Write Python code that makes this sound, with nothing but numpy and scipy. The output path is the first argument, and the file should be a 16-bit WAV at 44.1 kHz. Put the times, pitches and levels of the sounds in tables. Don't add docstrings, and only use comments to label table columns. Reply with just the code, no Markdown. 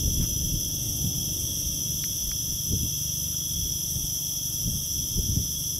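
import sys
import numpy as np
from scipy import signal
from scipy.fft import irfft, next_fast_len
from scipy.io import wavfile
from scipy.ndimage import uniform_filter1d

SR = 44100
rng = np.random.default_rng(int(sys.argv[2]) if len(sys.argv) > 2 else 0)


def bounce(signal):
    frames = np.transpose(np.atleast_2d(signal))
    limited = np.clip(frames, -1, 1)
    pcm = np.round(limited * 32767).astype(np.int16)
    wavfile.write(sys.argv[1], SR, pcm)


def nominal_scale(level):
    x = np.asarray(level, float) / 20
    return 10 ** x


N = 255339

# (frequency [Hz], left-right coherence [0-1], left's phase lead [rad], left over right [dB])
PORT_PAIR = [(40, 0.99, 0, 0.9), (198, 0.975, 0, .3), (705, 0.94, 0, -1), (1120, .97, 0, 0),
             (4835, .985, 0, .4), (5520, 1, -0.2, .2), (6500, 0.88, -0.5, 0), (7600, .35, 1.5, -2),
             (7900, .05, 2.5, -1.5), (8470, 0.56, 3.5, 1.5), (10140, 0.65, 5.4, 4), (11260, 0.68, 5.9, 4.2),
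             (11600, 0.99, 6.3, 0.5), (16000, 0.82, 6.3, 1.5)]


def at_hz(points, hz, axis=1):
    columns = np.transpose(points)
    return np.interp(np.log(hz + 1), np.log(columns[0] + 1), columns[axis])


def over_time(points, axis=1):
    columns = np.transpose(points)
    return np.interp(np.arange(N) / SR, columns[0], columns[axis])


def drift(per_s, size=N):
    values = rng.standard_normal(600)
    moments = np.arange(size) * (N / SR / size) * per_s
    return np.interp(moments, np.arange(600), values) * np.sqrt(3 / 2)


def during(spans, t):
    return sum((t > start) & (t < end) for start, end in spans) > 0


def evened(x):
    return x / np.sqrt(np.mean(x ** 2) + 1e-20)


def hiss(gain):
    size = next_fast_len(N)
    hz = np.fft.rfftfreq(size, 1 / SR)
    a, b, c, d = rng.standard_normal((len(hz), 4)).T
    coherence = np.clip(at_hz(PORT_PAIR, hz), 0, 1)
    left, unrelated = a + 1j * b, c + 1j * d
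    delayed = left * np.exp(-1j * at_hz(PORT_PAIR, hz, axis=2))
    right = coherence * delayed + np.sqrt(1 - coherence ** 2) * unrelated
    tilt = nominal_scale(at_hz(PORT_PAIR, hz, axis=3) / 2)
    return evened(irfft(np.array([left * tilt, right / tilt]) * gain(hz), size)[:, :N])


def outlined(points):
    return lambda hz: nominal_scale(at_hz(points, hz)) * (hz > points[0][0]) * (hz < points[-1][0])


def crickets():
    # (frequency [Hz], level [dB])
    chirper_outline = [(1470, -4.5), (2500, -30), (2710, 13), (2940, 6.5), (3000, -9.5), (3900, -13.5),
                       (6600, -120)]
    tree_outline = [(1740, -36.5), (2950, -19.5), (3190, -1.5), (3360, 4), (3490, -7.5), (3660, -8.5),
                    (4050, -23), (5260, -80), (8910, -120)]
    ground_outline = [(2620, -63), (4450, -31), (5370, -8), (5870, 1.5), (6280, -4), (6750, -27),
                      (8780, -51), (14900, -120)]
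    # (time [s], level [dB])
    chirper_swell = [(0, -56), (1, -59), (2.4, -59.5), (3.2, -57), (3.75, -63), (5.79, -61)]
    tree_swell = [(0, -43), (1, -42.5), (1.9, -41.5), (2.4, -43.5), (3.2, -42.5), (3.8, -42.5), (4.2, -43),
                  (5.6, -43.5), (5.79, -45)]
    chirp_turns = 3.6 * np.arange(N) / SR + 0.3 * drift(1.41)
    chirps = nominal_scale(1.1 * np.sin(2 * np.pi * (chirp_turns + 0.3)))
    low = chirps * chorus(chirper_outline, 2680, 2900, count=3, per_s=61., spread=0.009, duty=.7,
                          glide=0.027, far=0.77)
    tree = chorus(tree_outline, 3150, 3480, count=4, per_s=66., spread=.004, duty=.65, glide=.04, far=0.68)
    ground = chorus(ground_outline, 5250, 6350, count=8, per_s=75., spread=.2, duty=.6, glide=.05, far=0.93)
    ground_db = -31.5 + 0.17 * drift(5.)
    return nominal_scale(over_time(chirper_swell)) * low + nominal_scale(over_time(tree_swell)) * tree + nominal_scale(ground_db) * ground


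def chorus(outline, low_hz, high_hz, count, per_s, spread, duty, glide, far):
    near = np.zeros((2, N), np.float32)
    for hz in np.linspace(low_hz, high_hz, count):
        luck = rng.standard_normal(3)
        stroke_rate = per_s * (1 + spread * luck[0] + .02 * drift(6.))
        turns = np.cumsum(stroke_rate) / SR + luck[1]
        stroke = np.clip((turns % 1) / duty, 0, 1)
        start = rng.uniform(0, 2 * np.pi, 900)[turns.astype(int) % 900]
        sliding_hz = hz * (1 + glide * (.5 - stroke))
        phase = (2 * np.pi * np.cumsum(sliding_hz) / SR + start) % (2 * np.pi)
        loudness = nominal_scale(at_hz(outline, hz)) * abs(1 + 0.32 * drift(3.4))
        envelope = loudness * np.sin(np.pi * np.float32(stroke)) ** 2
        scatter = np.sqrt(-2 * np.log(np.clip(at_hz(PORT_PAIR, hz), .01, 1)))
        lead = at_hz(PORT_PAIR, hz, axis=2) + luck[2] * scatter
        near += envelope * np.cos(np.float32([phase, phase - lead]))
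    far = np.clip(far, 0, 1)
    return np.sqrt(1 - far) * evened(near) + np.sqrt(far) * hiss(outlined(outline))


def katydids():
    # (frequency [Hz], level [dB])
    rasp_outline = [(3880, -44), (6600, -22), (6840, -14), (7740, -7.5), (8600, -13), (10500, -3),
                    (11800, -0.5), (14300, -8.5), (15700, -12.5)]
    # (time [s], depth [dB])
    throb_depth = [(0, 0.6), (.9, 1), (1.5, .5), (3.5, 0.3), (4.8, 0.54), (5.3, 0.3), (5.79, .8)]
    turns = 13.0 * np.arange(N) / SR + 0.21 * drift(3.05) + 0.14
    throb_db = over_time(throb_depth) * (np.cos(2 * np.pi * turns) + 1.4 * np.cos(4 * np.pi * turns))
    shimmer_db = 0.18 * drift(0.92) + 0.54 * drift(21.94) + 0.081 * drift(30.)
    return nominal_scale(-35.5 + throb_db + shimmer_db) * hiss(outlined(rasp_outline))


def twigs():
    # (time [s], peak [dB], pitch [Hz], ring T60 [s], brightness [-])
    snaps = [(.224, -48, 1900, .006, .5), (.646, -48, 1880, 0.0042, 0.6), (1.955, -54, 1900, 0.007, .5),
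             (2.0402, -18, 2100, 0.0027, 0.8), (2.3163, -24, 1640, 0.003, 1.1),
             (2.876, -54, 1510, 0.0066, .3), (3.33, -46, 1370, .015, 0.1), (3.345, -46, 1450, 0.019, 0.2),
             (3.415, -50, 1300, .015, 0), (4.49, -50, 1450, 0.011, .1), (4.67, -55, 1400, .015, .1),
             (5.107, -51, 1500, .008, .3)]
    # (time [s], level [dB])
    grass_brush = [
        (.2, -60),
        (.225, -54),
        (.25, -51),
        (.27, -66),
    ]
    out, t = np.zeros(N + 2000), np.arange(900) / SR
    for s, db, hz, t60, bright in snaps:
        ring = np.sin(2 * np.pi * hz * t)
        for ratio in (1.4, 2.0, 2.75, 3.2):
            if ratio * hz < 5700:
                ring += bright * np.sin(2 * np.pi * ratio * hz * t)
        ring *= nominal_scale(db - 60 * t / max(t60, .001)) * np.minimum(t / 0.00017, 1)
        ring = signal.lfilter(*signal.butter(2, 0.75 * hz, "high", fs=SR), ring)
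        for late_s, share in ((0, 1), (.005, 0.21)):
            out[round((s + late_s) * SR):][:900] += share * ring
    grass = hiss(lambda hz: (hz > 500) / (1 + (hz / 2800.0) ** 4))
    grass = grass * during([(grass_brush[0][0], grass_brush[-1][0])], np.arange(N) / SR)
    return out[:N] * nominal_scale([[.6], [-.6]]) + nominal_scale(over_time(grass_brush)) * grass


def engine():
    # (time [s], rate [firings/s])
    firing_rate = [(0, 24.1), (2.2, 24.1), (2.6, 24.32), (4.2, 24.3), (4.5, 24.15), (5.79, 24.15)]
    # (time [s], level of one strong order [dB], load added to the high orders [dB])
    running = [(0, -45, 1), (.6, -45.5, 3), (1.5, -46.5, 4.5), (2.2, -49, -0.5), (3, -45, -5.5),
               (4, -48, -1), (5, -53, -1), (5.79, -50, -4.5)]
    # (multiple of the firing rate [-], level [dB])
    exhaust_orders = [(1, -20), (2, -39), (3, -1), (4, 0), (5, 0.5), (6, 2.5), (7, -1.5), (8, -17),
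                      (9, -12.5), (10, -35), (11, -22), (12, -11), (13, -10.5), (14, -36), (15, -17),
                      (16, -39.5), (17, -49), (18, -29), (19, -45), (20, -23), (21, -29.5), (22, -25),
                      (23, -23), (24, -27), (25, -31), (26, -23.5), (27, -30)]
    every = 16
    turns = (np.cumsum(over_time(firing_rate)) / SR)[::every] + 0.1995
    size = len(turns)
    orders, load_db = np.zeros(size), over_time(running, axis=2)[::every]
    for k, db in exhaust_orders:
        lag = 0.03056 * k ** 2 + 0.045 * k * drift(7., size)
        order_db = db + load_db * (k >= 9) + 1.45 * drift(3.06, size)
        orders += nominal_scale(order_db) * np.cos(2 * np.pi * k * turns - lag)
    exhaust = nominal_scale(over_time(running)) * signal.resample_poly(orders, every, 1)[:N]
    return np.sqrt(2) * (exhaust + gear_whine())


def gear_whine():
    # (start [s], rise [s], fade [s], top [dB])
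    swells = [
        (.55, 0.52, 0.51, -63),
        (2.1, .2, 0.27, -78),
        (3.7, 0.3, 1.4, -69.5),
    ]
    t = np.arange(N) / SR
    gain = nominal_scale(-78)
    for s, rise, fade, db in swells:
        away = np.maximum((s + rise - t) / rise, (t - s - rise) / fade)
        gain = gain + nominal_scale(db - 14.5 * away ** 1.6)
    return gain * np.cos(2 * np.pi * np.cumsum(769 + 1.41 * drift(5.8)) / SR)


def wind():
    # (frequency [Hz], density [dB/Hz])
    still_air = [(25, -32), (60, -8), (150, -13), (310, -22.5), (440, -33.5), (600, -26), (720, -36),
                 (1250, -35), (1600, -42.5), (1800, -37.5), (2400, -46.5), (4300, -46), (4700, -48)]
    # (low corner [Hz], high corner [Hz], steepness [-], level [dB])
    turbulence = [
        (33.3, 76, 4.5, 0.5),
        (76.3, 156, 3.1, -0.83),
        (203, 308, 3.5, -2),
    ]
    lumps, strength = drift(28.), eddies()
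    out = nominal_scale(-46) * hiss(outlined(still_air))
    for k, (low_hz, high_hz, fall, db) in enumerate(turbulence):
        def band_gain(hz):
            low = hz / low_hz
            return low ** 3.52 / (1 + low ** 4.46) / (1 + (hz / high_hz) ** fall)

        band = hiss(band_gain)
        power = uniform_filter1d((band ** 2).mean(0), size=2400)
        band = band / np.sqrt(power + 0.3)
        out += strength[k] * nominal_scale(db + 1.25 * lumps) * band
    return out


def eddies():
    # (time [s], level [dB])
    breeze_flow = [(0, -31), (.6, -36), (1.5, -36.5), (2.2, -40), (2.6, -42.5), (3, -46), (3.4, -45),
                   (3.7, -41.5), (4.3, -47), (4.6, -42.5), (5.1, -38), (5.79, -42)]
    # (time [s], strength [dB], thud over buffet [dB], flutter over buffet [dB])
    strikes = [(0.081, -24, -3, -8), (0.211, -20.5, -5.5, -12), (.35, -35, 2, -11), (0.438, -31.5, 2, -21),
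               (0.548, -26.5, -1.5, -14), (0.678, -38, 1, -9), (0.902, -33, -1.5, -9),
               (1.056, -22, -21, -21), (1.17, -29, -8, -20), (1.294, -36, -5, -6), (1.673, -33, 1.5, -18),
               (1.92, -35, -12, -9), (2.27, -36.5, 5, -13), (2.518, -37.5, -1, -12),
               (2.736, -21.5, -17, -7), (2.843, -24, -15, -10), (3.59, -28, -7, -14), (3.657, -37, 3, -4),
               (3.977, -29, -18, -10), (4.04, -41, 8, -1), (4.548, -36, -9, -12), (4.679, -25.5, -4, -12),
               (4.758, -27.5, -18, -30), (4.92, -44, -20, -14), (4.998, -35, -2, -19),
               (5.19, -25, -2, -7.5), (5.299, -22, -10, -17), (5.376, -20.5, -19, -13.5),
               (5.6, -39, -16, -11), (5.78, -38, -6, -22)]
    fall_db_per_s = [[233], [283], [400.]]
    t = np.arange(N) / SR
    power = nominal_scale(over_time(breeze_flow) + np.array([[-13.5], [0], [-9]])) ** 2
    for s, db, thud_db, flutter_db in strikes:
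        near = slice(max(round((s - .3) * SR), 0), round((s + .3) * SR))
        fall_db = np.multiply(fall_db_per_s, abs(t[near] - s))
        power[:, near] += nominal_scale(db + np.array([[thud_db], [0], [flutter_db]]) - fall_db) ** 2
    return np.sqrt(power)


def scene():
    return crickets() + katydids() + twigs() + engine() * nominal_scale([[.2], [-.2]]) + wind()


def pan_treble(z, hz, t, wobble):
    # (from [s], to [s])
    left_spells = [(.15, .77), (.97, 1.24), (1.43, 2.0), (2.29, 2.82), (3.24, 3.29), (3.7, 4.7),
                   (4.75, 5.14), (5.45, 5.79)]
    # (from [s], to [s])
    joined_spells = [(.78, .96), (1.38, 1.8), (2.15, 2.18), (2.9, 2.92), (3.67, 3.69), (3.87, 4.06),
                     (4.7, 4.88), (5.56, 5.65)]
    balance_db = at_hz(PORT_PAIR, hz, axis=3)[:, None]
    panned = during(left_spells, t) & (drift(30., size=len(t)) + .75 > 0)
    joining = during(joined_spells, t)
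    top = hz[:, None] > 11500 + 700 * ~panned + 250 * wobble[0]
    joined = top | (joining & (hz > 4600)[:, None])
    top_pan_db = 1.34 * panned * ~(joining & (wobble < .3))
    lower_pan_db = 4.0 * np.round(balance_db / 7.0 + .17 * wobble)
    pan = nominal_scale(np.where(top, top_pan_db, lower_pan_db))
    shared = z[0] * nominal_scale(-balance_db / 2 - 0.5)
    return np.where(joined, [shared * pan, shared / pan], z)


def drop_weak(left, right, hz, wobble):
    # (frequency [Hz], mid [dB], side [dB])
    floors = [(300, -100, -90), (800, -96, -87), (1500, -89, -78), (2400, -84.5, -74), (2700, -86, -72),
              (3300, -84, -70.5), (3900, -78.5, -70), (4600, -77, -70), (5400, -85, -78), (6700, -85, -78),
              (7200, -95, -88), (11500, -95, -98)]
    mid, side = (left + right) / 2, (left - right) / 2
    mid_floor = nominal_scale(at_hz(floors, hz)[:, None] + 1.9 * uniform_filter1d(wobble, size=3, axis=1))
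    side_floor = nominal_scale(at_hz(floors, hz, axis=2)[:, None] + 1.4 * wobble)
    mid_rms = np.sqrt(abs(uniform_filter1d(abs(mid) ** 2, size=6, axis=0)))
    side_rms = np.sqrt(abs(uniform_filter1d(abs(side) ** 2, size=12, axis=0)))
    mid = mid * (mid_rms > mid_floor) * (abs(mid) > .6 * mid_floor)
    side = side * (side_rms > side_floor)
    return np.array([mid + side, mid - side])


def low_pass(x):
    return signal.sosfilt(signal.butter(12, 15870, fs=SR, output="sos"), x)


def record(dry):
    hz, t, z = signal.stft(dry, SR, "cosine", nperseg=2048)
    wobble = rng.standard_normal((len(hz) // 16 + 1, len(t)))
    wobble = wobble.repeat(16, axis=0)[:len(hz)]
    left, right = pan_treble(z, hz, t, wobble)
    kept = drop_weak(left, right, hz, wobble) * (hz < 15850)[:, None]
    mix = signal.istft(kept, SR, "cosine", nperseg=2048)[1][:, :N]
    return low_pass(mix)


dry = scene()
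out = record(dry)
bounce(out)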